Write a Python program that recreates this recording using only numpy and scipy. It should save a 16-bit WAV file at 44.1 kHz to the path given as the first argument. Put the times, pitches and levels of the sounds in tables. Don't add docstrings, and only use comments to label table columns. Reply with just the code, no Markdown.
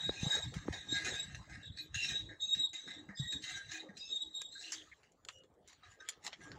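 import sys
import numpy as np
from scipy import signal
from scipy.fft import rfft, irfft, next_fast_len
from scipy.io import wavfile
from scipy.ndimage import uniform_filter1d, map_coordinates

SR = 44100
rng = np.random.default_rng(int(sys.argv[2]) if len(sys.argv) > 2 else 0)


def to_wav(sig):
    pcm = np.clip(np.atleast_2d(sig), -1, 1) * 32767
    pcm = np.round(pcm).astype(np.int16)
    wavfile.write(sys.argv[1], SR, pcm.T)


N = 290341


def amp(db):
    return 10 ** (np.asarray(db) / 20)


def unit(x):
    return x / np.sqrt(np.mean(x ** 2) + 1e-20)


def curves(rows):
    s, *cols = np.transpose(rows)
    return [np.interp(np.arange(N) / SR, s, c) for c in cols]


def wobble(rate):
    knots = rng.standard_normal(int(N * rate / SR) + 4)
    return map_coordinates(knots, [np.arange(N) * rate / SR])


def filtered(x, response):
    m = next_fast_len(N + SR // 2)
    return irfft(rfft(x, m) * response(np.fft.rfftfreq(m, 1 / SR)), m)[..., :N]


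def colour(points):
    f, db = np.transpose(points)
    return lambda hz: amp(np.interp(np.log(hz + 1), np.log(f + 1), db))


def modes(table):
    def response(f):
        return sum(amp(db) * (1j * f * width / (centre * centre - f * f + 1j * f * width)) ** 2
                   for centre, width, db in table)
    return response


def noise(response, patchy_db):
    z = signal.stft(rng.standard_normal(N), nperseg=512)[2]
    field = uniform_filter1d(uniform_filter1d(rng.standard_normal(z.shape), 5, 0), 10, 1)
    patchy = signal.istft(z * amp(patchy_db * unit(field)), nperseg=512)[1][:N]
    return unit(filtered(patchy, response))


def bursts(times, dbs, t60s, attack):
    env, t = np.zeros(N + SR), np.arange(SR // 2) / SR
    for s, db, t60 in zip(times, dbs, t60s):
        env[round(s * SR):][:len(t)] += amp(db - 60 * t / max(t60, .005)) * (1 - np.exp(-t / attack))
    return env[:N]


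def swells(times, dbs, t60s, rise):
    t = np.arange(0, N, 64) / SR
    late = (t - np.c_[times]) / np.c_[np.maximum(t60s, .02)]
    coarse = amp(np.c_[dbs] - 60 * np.maximum(late, -late / rise)).sum(axis=0)
    return np.interp(np.arange(N) / SR, t, coarse)


def squeal():
    # time_s, pitch_hz, level_db
    swings = [
        [(0.0, 3800, -53), (0.012, 3806, -39), (0.024, 3800, -53), (0.062, 3794, -35), (0.156, 3786, -65),
         (0.288, 3830, -42), (0.292, 3803, -61), (0.306, 3794, -36.5), (0.356, 3774, -30.5), (0.37, 3826, -40),
         (0.566, 3736, -67.5), (0.68, 3815, -73)],
        [(0.72, 3950, -78), (0.744, 3789, -53.5), (0.878, 3797, -65), (0.892, 3761, -50), (0.928, 3780, -35),
         (1.042, 3780, -66), (1.05, 3856, -54), (1.186, 3739, -50.5), (1.196, 3780, -38), (1.262, 3864, -57),
         (1.442, 3820, -91), (1.45, 3760, -79)],
        [(1.6, 3949, -95), (1.634, 3824, -54.5), (1.68, 3803, -50.5), (1.704, 3777, -71.5),
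         (1.792, 3980, -48.5), (1.932, 3830, -82), (1.946, 3885, -53), (1.958, 3995, -64), (2.084, 3704, -67),
         (2.114, 3826, -42), (2.174, 3830, -39), (2.36, 3821, -73.5)],
        [(2.39, 3820, -78), (2.408, 3757, -43), (2.448, 3790, -33.5), (2.474, 3800, -49), (2.54, 3760, -26.5),
         (2.558, 3858, -44), (2.654, 3815, -37), (2.72, 3820, -59), (2.764, 3780, -49), (2.854, 3848, -63),
         (2.956, 3814, -54.5), (3.1, 3870, -81)],
        [(3.15, 3790, -96), (3.176, 3755, -49), (3.218, 3786, -46.5), (3.352, 3797, -43.5), (3.41, 3750, -58.5),
         (3.444, 3923, -61), (3.454, 3773, -61), (3.534, 3828, -47), (3.614, 3932, -61.5), (3.786, 3780, -63),
         (3.808, 3840, -49), (3.93, 3704, -88.5)],
        [(3.96, 3800, -85), (4.03, 3797, -48), (4.072, 3770, -55.5), (4.164, 3720, -37), (4.196, 3770, -54),
         (4.212, 3830, -44.5), (4.322, 3796, -64.5), (4.35, 3768, -42.5), (4.508, 3773, -58.5),
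         (4.578, 3840, -55.5), (4.672, 3905, -86), (4.7, 3680, -72)],
    ]
    # at_start_db, at_end_db
    octave_db = [(-24.5, -8), (-21, -5.5), (-21, -28.5), (-21, -19), (-11, -30), (-25, -6.5)]
    # start_s, level_db
    catches = [(0.0443, -37), (0.306, -38), (0.8917, -46), (1.1924, -44), (2.49, -32), (2.526, -39),
               (4.126, -35.5), (4.348, -39), (4.3932, -37)]
    catch_t60_s, catch_attack_s = 0.046, 0.0046
    octave_grows, firm_db = 0.9, -41

    hz, db = curves(np.concatenate(swings))
    sharp_rows = [(swing[end][0], pair[end]) for swing, pair in zip(swings, octave_db) for end in (0, -1)]
    sharp_db, = curves(sharp_rows)
    s, catch_db = np.transpose(catches)
    fade = np.clip((swings[-1][-1][0] - np.arange(N) / SR) / 0.022, 0, 1)

    loose = np.clip((-25.0 - db) / 14, .3, 1.6)
    wander_hz = loose * (16 * wobble(60) + 9 * wobble(300))
    phase = 2 * np.pi * np.cumsum(hz + wander_hz) / SR
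    grip_db = 3 * wobble(70)

    def fray(rate):
        return wobble(rate) + 1.26
    overtones = (fray(120) + .5 * wobble(600)) * np.sin(2 * phase)
    overtones += amp(-27.0) * fray(200) * np.sin(3 * phase)
    overtones += amp(-44.0) * fray(300) * np.sin(4 * phase)

    level = np.sqrt(2) * amp(db) + bursts(s, catch_db, np.full(len(s), catch_t60_s), catch_attack_s)
    main_line = level * amp(loose * grip_db) * np.sin(phase)
    octave_level = level * (level / amp(firm_db)) ** (octave_grows - 1)
    tone = main_line + octave_level * amp(sharp_db + grip_db) * overtones

    skirt_modes = modes([(3500, 110, -3), (3747, 200, 2.5), (3990, 72, -3)])
    skirt = loose ** 2 * amp(db - 11) * noise(skirt_modes, patchy_db=5.5)

    rub = 1 + amp(13.0) * fade * amp(db) * np.sin(phase)
    return fade * (tone + skirt) + squeaks() * rub


def squeaks():
    # start_s, length_s, first_hz, last_hz, level_db (before the grip and 1 dB lift)
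    brief_slips = [(.16, 0.083, 2518, 2490, -52), (.21, 0.074, 6400, 6080, -52),
                   (.91, 0.11, 4120, 4170, -50), (1.15, 0.082, 2520, 2550, -54.5),
                   (1.628, .13, 3580, 3440, -59), (1.765, 0.085, 4340, 4170, -51.5),
                   (1.797, 0.12, 311, 305, -63.5), (1.81, .057, 12100, 12300, -69),
                   (2.02, 0.08, 5490, 5520, -46), (2.187, .18, 317.6, 299, -62.5),
                   (2.409, 0.15, 6470, 6430, -51.5), (2.423, 0.24, 2665, 2590, -68),
                   (2.583, 0.12, 307, 308, -63.5), (2.79, 0.094, 6100, 6260, -63),
                   (2.96, 0.12, 296, 302, -55), (3.15, 0.064, 5000, 4990, -56),
                   (3.211, .13, 1900, 1910, -55.5), (3.37, 0.088, 306, 312, -61.5),
                   (3.539, 0.13, 1592, 1618, -47.5), (3.7, 0.29, 313, 317.6, -61),
                   (3.831, 0.12, 536, 527.5, -62), (3.97, 0.1, 4964, 4887, -56),
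                   (4.017, 0.13, 2630, 2630, -61), (4.032, .18, 6420, 6500, -60.5),
                   (4.04, 0.095, 5250, 5200, -56.5), (4.209, 0.13, 312, 315, -65.5),
                   (4.518, 0.12, 4110, 4104, -54.5), (4.552, 0.045, 1606, 1616, -53),
                   (4.626, 0.154, 2760, 2900, -56.5), (4.652, .28, 325, 308.4, -68),
                   (4.63, 0.15, 3910, 3340, -67), (4.703, 0.18, 3570, 3270, -57.5),
                   (4.915, 0.027, 2170, 1880, -56), (5.323, 0.087, 5800, 5730, -72),
                   (5.321, 0.14, 2900, 2860, -64.5), (5.33, .19, 529, 513, -71),
                   (5.822, .11, 1298, 1220, -66.5), (5.831, 0.044, 3870, 3900, -65),
                   (5.988, .06, 5360, 5350, -73), (5.985, 0.22, 1260, 1252, -68),
                   (5.998, .026, 3770, 3770, -60), (5.998, 0.07, 1550, 1583, -58.5),
                   (6.0, .035, 6170, 6140, -67), (6.423, 0.15, 1623, 1655, -63),
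                   (6.453, .13, 296, 293, -62.5)]
    waver_floor_hz, waver_share = 7, 0.0022
    waver_per_glide = .8

    out = np.zeros(N + SR)
    waver, blur = wobble(150), wobble(700)
    grip = amp(1.9 * wobble(60)) * (1.12 + .5 * wobble(160) + 0.214 * wobble(700))
    for s, length, hz0, hz1, db in brief_slips:
        waver_hz = (waver_floor_hz + waver_share * hz0) * waver
        waver_hz = waver_hz + waver_per_glide * abs(hz1 - hz0) * blur
        u, i = np.linspace(0, 1, round(length * SR)), round(s * SR)
        phase = 2 * np.pi * np.cumsum(hz0 + (hz1 - hz0) * u + waver_hz[i:][:len(u)]) / SR
        shape = grip[i:][:len(u)] * np.sin(np.pi * u ** 0.59)
        out[i:][:len(u)] += amp(db + 1) * shape * np.sin(phase)
    return out[:N]


def rasp():
    # peak_s, rasp_db, t60_s, low_re_rasp_db, middle_re_rasp_db
    slides = [(0.03, -54, 1, 5, -2.5), (0.22, -52, 0.89, -11, -1.5), (0.328, -43.5, 0.46, 2, -6),
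              (0.741, -59.5, 0.86, 7.5, -2.5), (0.958, -45, .4, 7, -7), (1.072, -53.5, 0.9, 8.5, -0.5),
              (1.539, -65.5, 0.57, 13, -4), (1.79, -74.5, 0.26, 1, 10), (1.962, -56, 0.21, 3, 5),
              (2.052, -45, 0.33, -7, 1), (2.098, -43, 0.23, 1, -0.5), (2.2, -74.5, 0.26, 2, 10),
              (2.43, -64.5, 0.28, -27, -18.5), (2.571, -69.5, 0.23, 12.5, -13),
              (2.909, -64, 0.45, 9.5, 2.5), (3.199, -54.5, 0.29, -12, -29), (3.26, -75, .3, -4, -9.5),
              (3.32, -58, 0.19, -18.5, -14), (3.442, -51, 0.17, -1.5, 4), (3.498, -47, 0.41, 4.5, -0.5),
              (3.57, -58.5, 0.2, 3, -18), (3.719, -51.5, .3, 5.5, -8.5), (3.77, -56, 0.22, 8, 4),
              (3.977, -61.5, 0.19, -7, -23), (4.13, -66, 1, -8, -12.5), (4.419, -50, 0.059, -7.5, -1),
              (4.631, -51.5, 0.64, -6, -13.5), (4.7, -61.5, 0.3, -4.5, -8.5), (4.79, -66, 0.067, -8.5, -14)]
    # start_s, level_db, low_re_level_db, t60_s
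    play_jolts = [(0.5374, -48.5, 6.5, 0.32), (0.7255, -42.5, 8.5, 0.2), (1.0464, -36, 2.5, 0.56),
                  (1.346, -44.5, 0.5, 0.17), (1.496, -55, 8.5, 0.45), (1.7727, -47, 0, 0.26),
                  (1.944, -37, -3, 0.55), (2.2883, -64, 21, 0.35), (2.547, -39, -2.5, 0.19),
                  (2.7317, -41.5, -0.5, 0.4), (2.877, -46, 5.5, 0.25), (3.0887, -65.5, 26, 0.22),
                  (3.3228, -42.5, 0.5, 0.17), (3.4211, -44.5, -15.5, 0.27), (3.7144, -39, -3.5, 0.17),
                  (3.8866, -69.5, 25.5, 0.18), (3.9692, -42.5, -28, 0.16), (4.522, -56, -8, 0.097),
                  (4.6075, -51, -5.5, 0.34), (5.8336, -60, 7.5, 0.62), (6.0047, -60.5, 12, 0.19),
                  (6.406, -70, 20, 0.93)]
    # frequency_hz, relative_density_db
    grit_spectrum = [(240, -61.5), (400, -35.5), (562, -34), (1290, -18.5), (1420, -18), (1630, -1),
                     (2290, -6.5), (2470, -13.5), (3310, -11), (3930, 7.5), (4580, -9.5), (6640, 0.5),
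                     (10400, -29.5), (16000, -42.5)]
    slide_rise = 0.44
    jolt_attack_s = .0005

    at, db, length, low_db, mid_db = np.transpose(slides)
    s, peak, low, t60 = np.transpose(play_jolts)

    def strokes(dbs):
        return swells(at, dbs, length, slide_rise)

    chatter = amp(1.4 * wobble(40) + 1.07 * wobble(350))
    jolts = bursts(s, peak - 9, t60, jolt_attack_s)
    low_jolts = bursts(s, peak + low - 6.5, t60, jolt_attack_s)

    grit = noise(colour(grit_spectrum), patchy_db=4.5)

    def below(edge_hz):
        return filtered(grit, lambda hz: 1 / (1 + (hz / edge_hz) ** 16))

    low_grit, mid_grit = below(2140), below(3500)
    bottom = amp(-8) * unit(low_grit) + amp(-6.0) * ringing(200, 2300)
    middle = amp(-10) * unit(mid_grit - low_grit) + amp(-4.0) * ringing(2300, 3400)
    top = amp(-1.5) * unit(grit - mid_grit) + amp(-11.0) * ringing(3400, 9000)

    sliding = (strokes(db + low_db) + low_jolts) * bottom
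    sliding += (strokes(db + mid_db) + amp(-3) * jolts) * middle
    sliding += (strokes(db) + jolts) * top
    return chatter * sliding


def ringing(lo_hz, hi_hz):
    # centre_hz, width_hz (of one pass; modes() applies two), relative_level_db
    frame = [(318.8, 13, -7.5), (733.4, 72, -12), (1030, 27, -26.5), (1263, 44, -15.5), (1629.3, 39.5, 2.5),
             (1855, 76, -3.5), (2049, 66, -5.5), (2196, 40, -8.5), (2474, 61, 5.5), (2733, 150, 2),
             (3083, 29, 4), (3217, 67, -5), (3445, 18, -2), (4000, 140, -1.5), (4830, 68, -2),
             (5370, 13, 2), (6600, 45, -2), (6370, 25, 3.5), (6350, 55, -7), (5950, 45, -8.5),
             (7800, 130, -6.5)]
    flicker_db = 5
    drive = rng.standard_normal(N)
    return unit(sum(amp(flicker_db * wobble(12)) * filtered(drive, modes([mode]))
                    for mode in frame if lo_hz < mode[0] < hi_hz))


def hay():
    # start_s, level_db, brightness_db, crackle_t60_s
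    stalk_snaps = [(0.5395, -24, -16.5, 0.055), (0.5876, -33, -29, 0.042), (1.0485, -44, -16, 0.04),
                   (1.347, -41, -26, 0.056), (1.7731, -50, -21.5, 0.056), (4.4172, -24.5, -8.5, 0.016),
                   (4.7205, -23.5, -11, 0.13), (5.032, -48.5, -19, 0.12), (5.1195, -66, 6, .035),
                   (5.2497, -35.5, -10, 0.024), (5.2861, -22.5, -25, 0.064), (5.3844, -62, 4, .04),
                   (5.436, -52, -16, 0.07), (5.5397, -69, -4.5, 0.064), (5.676, -50, 2, 0.11),
                   (5.7294, -36, -23, 0.03), (5.9394, -66, -12, .05), (6.0878, -19, -7, 0.057),
                   (6.1218, -33.5, -41, 0.086), (6.2651, -16, -20, 0.051), (6.2767, -24, -43, 0.031),
                   (6.3289, -25, -45, 0.046), (6.517, -29.5, -40, 0.042)]
    # peak_s, rustle_db, t60_s, brightness_db
    rustle_swells = [(4.8, -58.5, 1.03, -4), (5.286, -65, 0.25, 5), (5.325, -72.5, 0.2, 15.5),
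                     (5.1, -89, 0.54, 10), (5.55, -82.5, 1.6, -8.5), (5.7, -53, 0.28, -12.5),
                     (5.846, -58.5, 0.23, -15), (5.92, -58, 0.19, 1), (6.018, -78, 0.33, -13),
                     (6.087, -51, .36, -9), (6.251, -38, 0.11, 0), (6.278, -44, 0.15, -16.5),
                     (6.333, -43, 0.088, -17), (6.438, -55, 0.4, 1.5), (6.56, -61, .5, -12)]
    # frequency_hz, relative_density_db
    stalk_spectrum = [(240, -38), (400, -27.5), (1420, -13), (1790, -6.5), (2430, -13), (3070, -9),
                      (5270, -10), (7280, 4), (8370, -15.5), (9470, -14.5), (16000, -39.5)]
    rustle_rise = 0.48
    crack_attack_s, crack_t60_s = .0006, .01
    crackle_db, crackle_attack_s = -7, 0.0045

    s, peak, bright, t60 = np.transpose(stalk_snaps)
    at, db, length, bright_db = np.transpose(rustle_swells)

    def rustle(dbs):
        return swells(at, dbs, length, rustle_rise)

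    def snaps(dbs):
        cracks = bursts(s, dbs, np.full(len(s), crack_t60_s), crack_attack_s)
        return cracks + bursts(s, dbs + crackle_db, t60, crackle_attack_s)

    fibres = unit(amp(1.7 * wobble(500)) * noise(colour(stalk_spectrum), patchy_db=4.5))
    high = filtered(fibres, lambda hz: 1 / (1 + (4800 / (hz + 1)) ** 8))
    dull = (snaps(peak - 3) + rustle(db)) * (fibres - high)
    bright_part = (snaps(peak + bright + 0.57) + rustle(db + bright_db - 11.5)) * high
    return dull + bright_part


def thuds():
    # start_s, level_db (before a 5.5 dB lift), pitch_hz, cycles until 30 dB down
    blows = [(0.0938, -19, 424, 1.56), (0.231, -20.5, 147, 1.4), (0.265, -25.5, 145, 2.9),
             (0.094, -28.5, 1440, 1.8), (.682, -24, 910, 1.26), (0.685, -19, 308, 1.56),
             (0.925, -32.5, 279.6, 3.3), (1.96, -36, 106, 3.4), (2.569, -46, 175.4, 3.3),
             (3.09, -48.5, 197.7, 14.3), (3.197, -31.5, 136, 5.8), (3.892, -49, 197, 9.7)]
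    out, t = np.zeros(N + SR), np.arange(SR // 5) / SR
    for s, db, hz, cycles in blows:
        decay = amp(db + 5.5 - 60 * t * hz / cycles / 2)
        onset = 1 - np.exp(-t * hz / 0.29)
        out[round(s * SR):][:len(t)] += decay * onset * np.sin(2 * np.pi * hz * t)
    return out[:N]


def wind():
    # peak_s, buffet_db, t60_s, flutter_re_buffet_db
    gusts = [(0.108, -47, 0.067, -12), (0.267, -31, 0.26, -20), (0.368, -52, 0.25, 7),
             (0.46, -37.5, 0.09, -51), (0.569, -46, .22, -38), (0.692, -42.5, 0.43, -17.5),
             (0.92, -52, 0.82, -15), (1.12, -56, 0.29, 7.5), (1.408, -37, 0.36, -27),
             (1.62, -52.5, 0.45, -34.5), (1.739, -51.5, 0.39, -79), (1.96, -56, 0.45, -41),
             (2.121, -52, 0.17, -14), (2.24, -55.5, 0.55, -11), (2.599, -59.5, 0.2, -4.5),
             (2.901, -60.5, 0.34, -5.5), (3.101, -57, 0.3, -3.5), (3.219, -38.5, 0.16, -19),
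             (3.352, -44.5, 0.19, -15.5), (3.57, -61.5, 0.69, -17), (3.9, -73, 0.75, 10.5),
             (6.17, -67.5, 0.22, 2.5), (6.54, -60.5, 0.87, 1.5)]
    # time_s, buffet_db, flutter_db
    lull = [(0, -51.5, -58.5), (1.2, -69.5, -70), (2.4, -72.5, -75), (4.1, -79.5, -73.5), (5.26, -78, -74),
            (5.85, -76, -77.5), (6.58, -85, -68.5)]
    # frequency_hz, relative_density_db
    buffet_spectrum = [(18, -53), (30, -15), (55, 2), (97, 6.5), (162, 1.5), (227, -10.5), (300, -11),
                       (390, -53.5), (660, -120)]
    flutter_spectrum = [(88, -32), (150, -4), (304, -4.5), (784, -12.5), (850, -7.5), (948, -14.5),
                        (1300, -12.5), (1690, -39), (2860, -120)]
    air_spectrum = [(24, -24), (40, 10), (91, 5.5), (220, -36), (276, -2.5), (467, 1.5), (1020, -10.5),
                    (1680, -12.5), (2210, -24), (6650, -36), (7170, -24.5), (9220, -31.5), (16000, -42)]
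    air_db = -72.5
    gust_rise = 0.83

    s, db, t60, flutter_db = np.transpose(gusts)
    calm, calm_flutter = amp(curves(lull))
    eddies = noise(colour(buffet_spectrum), patchy_db=9.5)
    power = np.abs(uniform_filter1d(eddies ** 2, 1500))
    eddies = unit(eddies / (power + 0.14) ** 0.36)
    buffeting = (calm + swells(s, db, t60, gust_rise)) * eddies

    lumps_db = 2 * wobble(25)
    lumpy = unit(amp(lumps_db) * noise(colour(flutter_spectrum), patchy_db=7.0))
    flutter = (calm_flutter + swells(s, db + flutter_db, t60, gust_rise)) * lumpy
    return buffeting + flutter + amp(air_db) * noise(colour(air_spectrum), patchy_db=6.0)


def scene():
    return (squeal() + rasp() + hay() + thuds() + wind())[None]


def record(dry):
    bass_cut_hz, top_hz = 45, 15850
    port = modes([(15000, 1500, 11)])

    def microphone(hz):
        return (1 + port(hz)) / (1 - 1j * bass_cut_hz / (hz + 1)) ** 2 * (hz < top_hz)
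    return filtered(dry, microphone)


dry = scene()
out = record(dry)
to_wav(out)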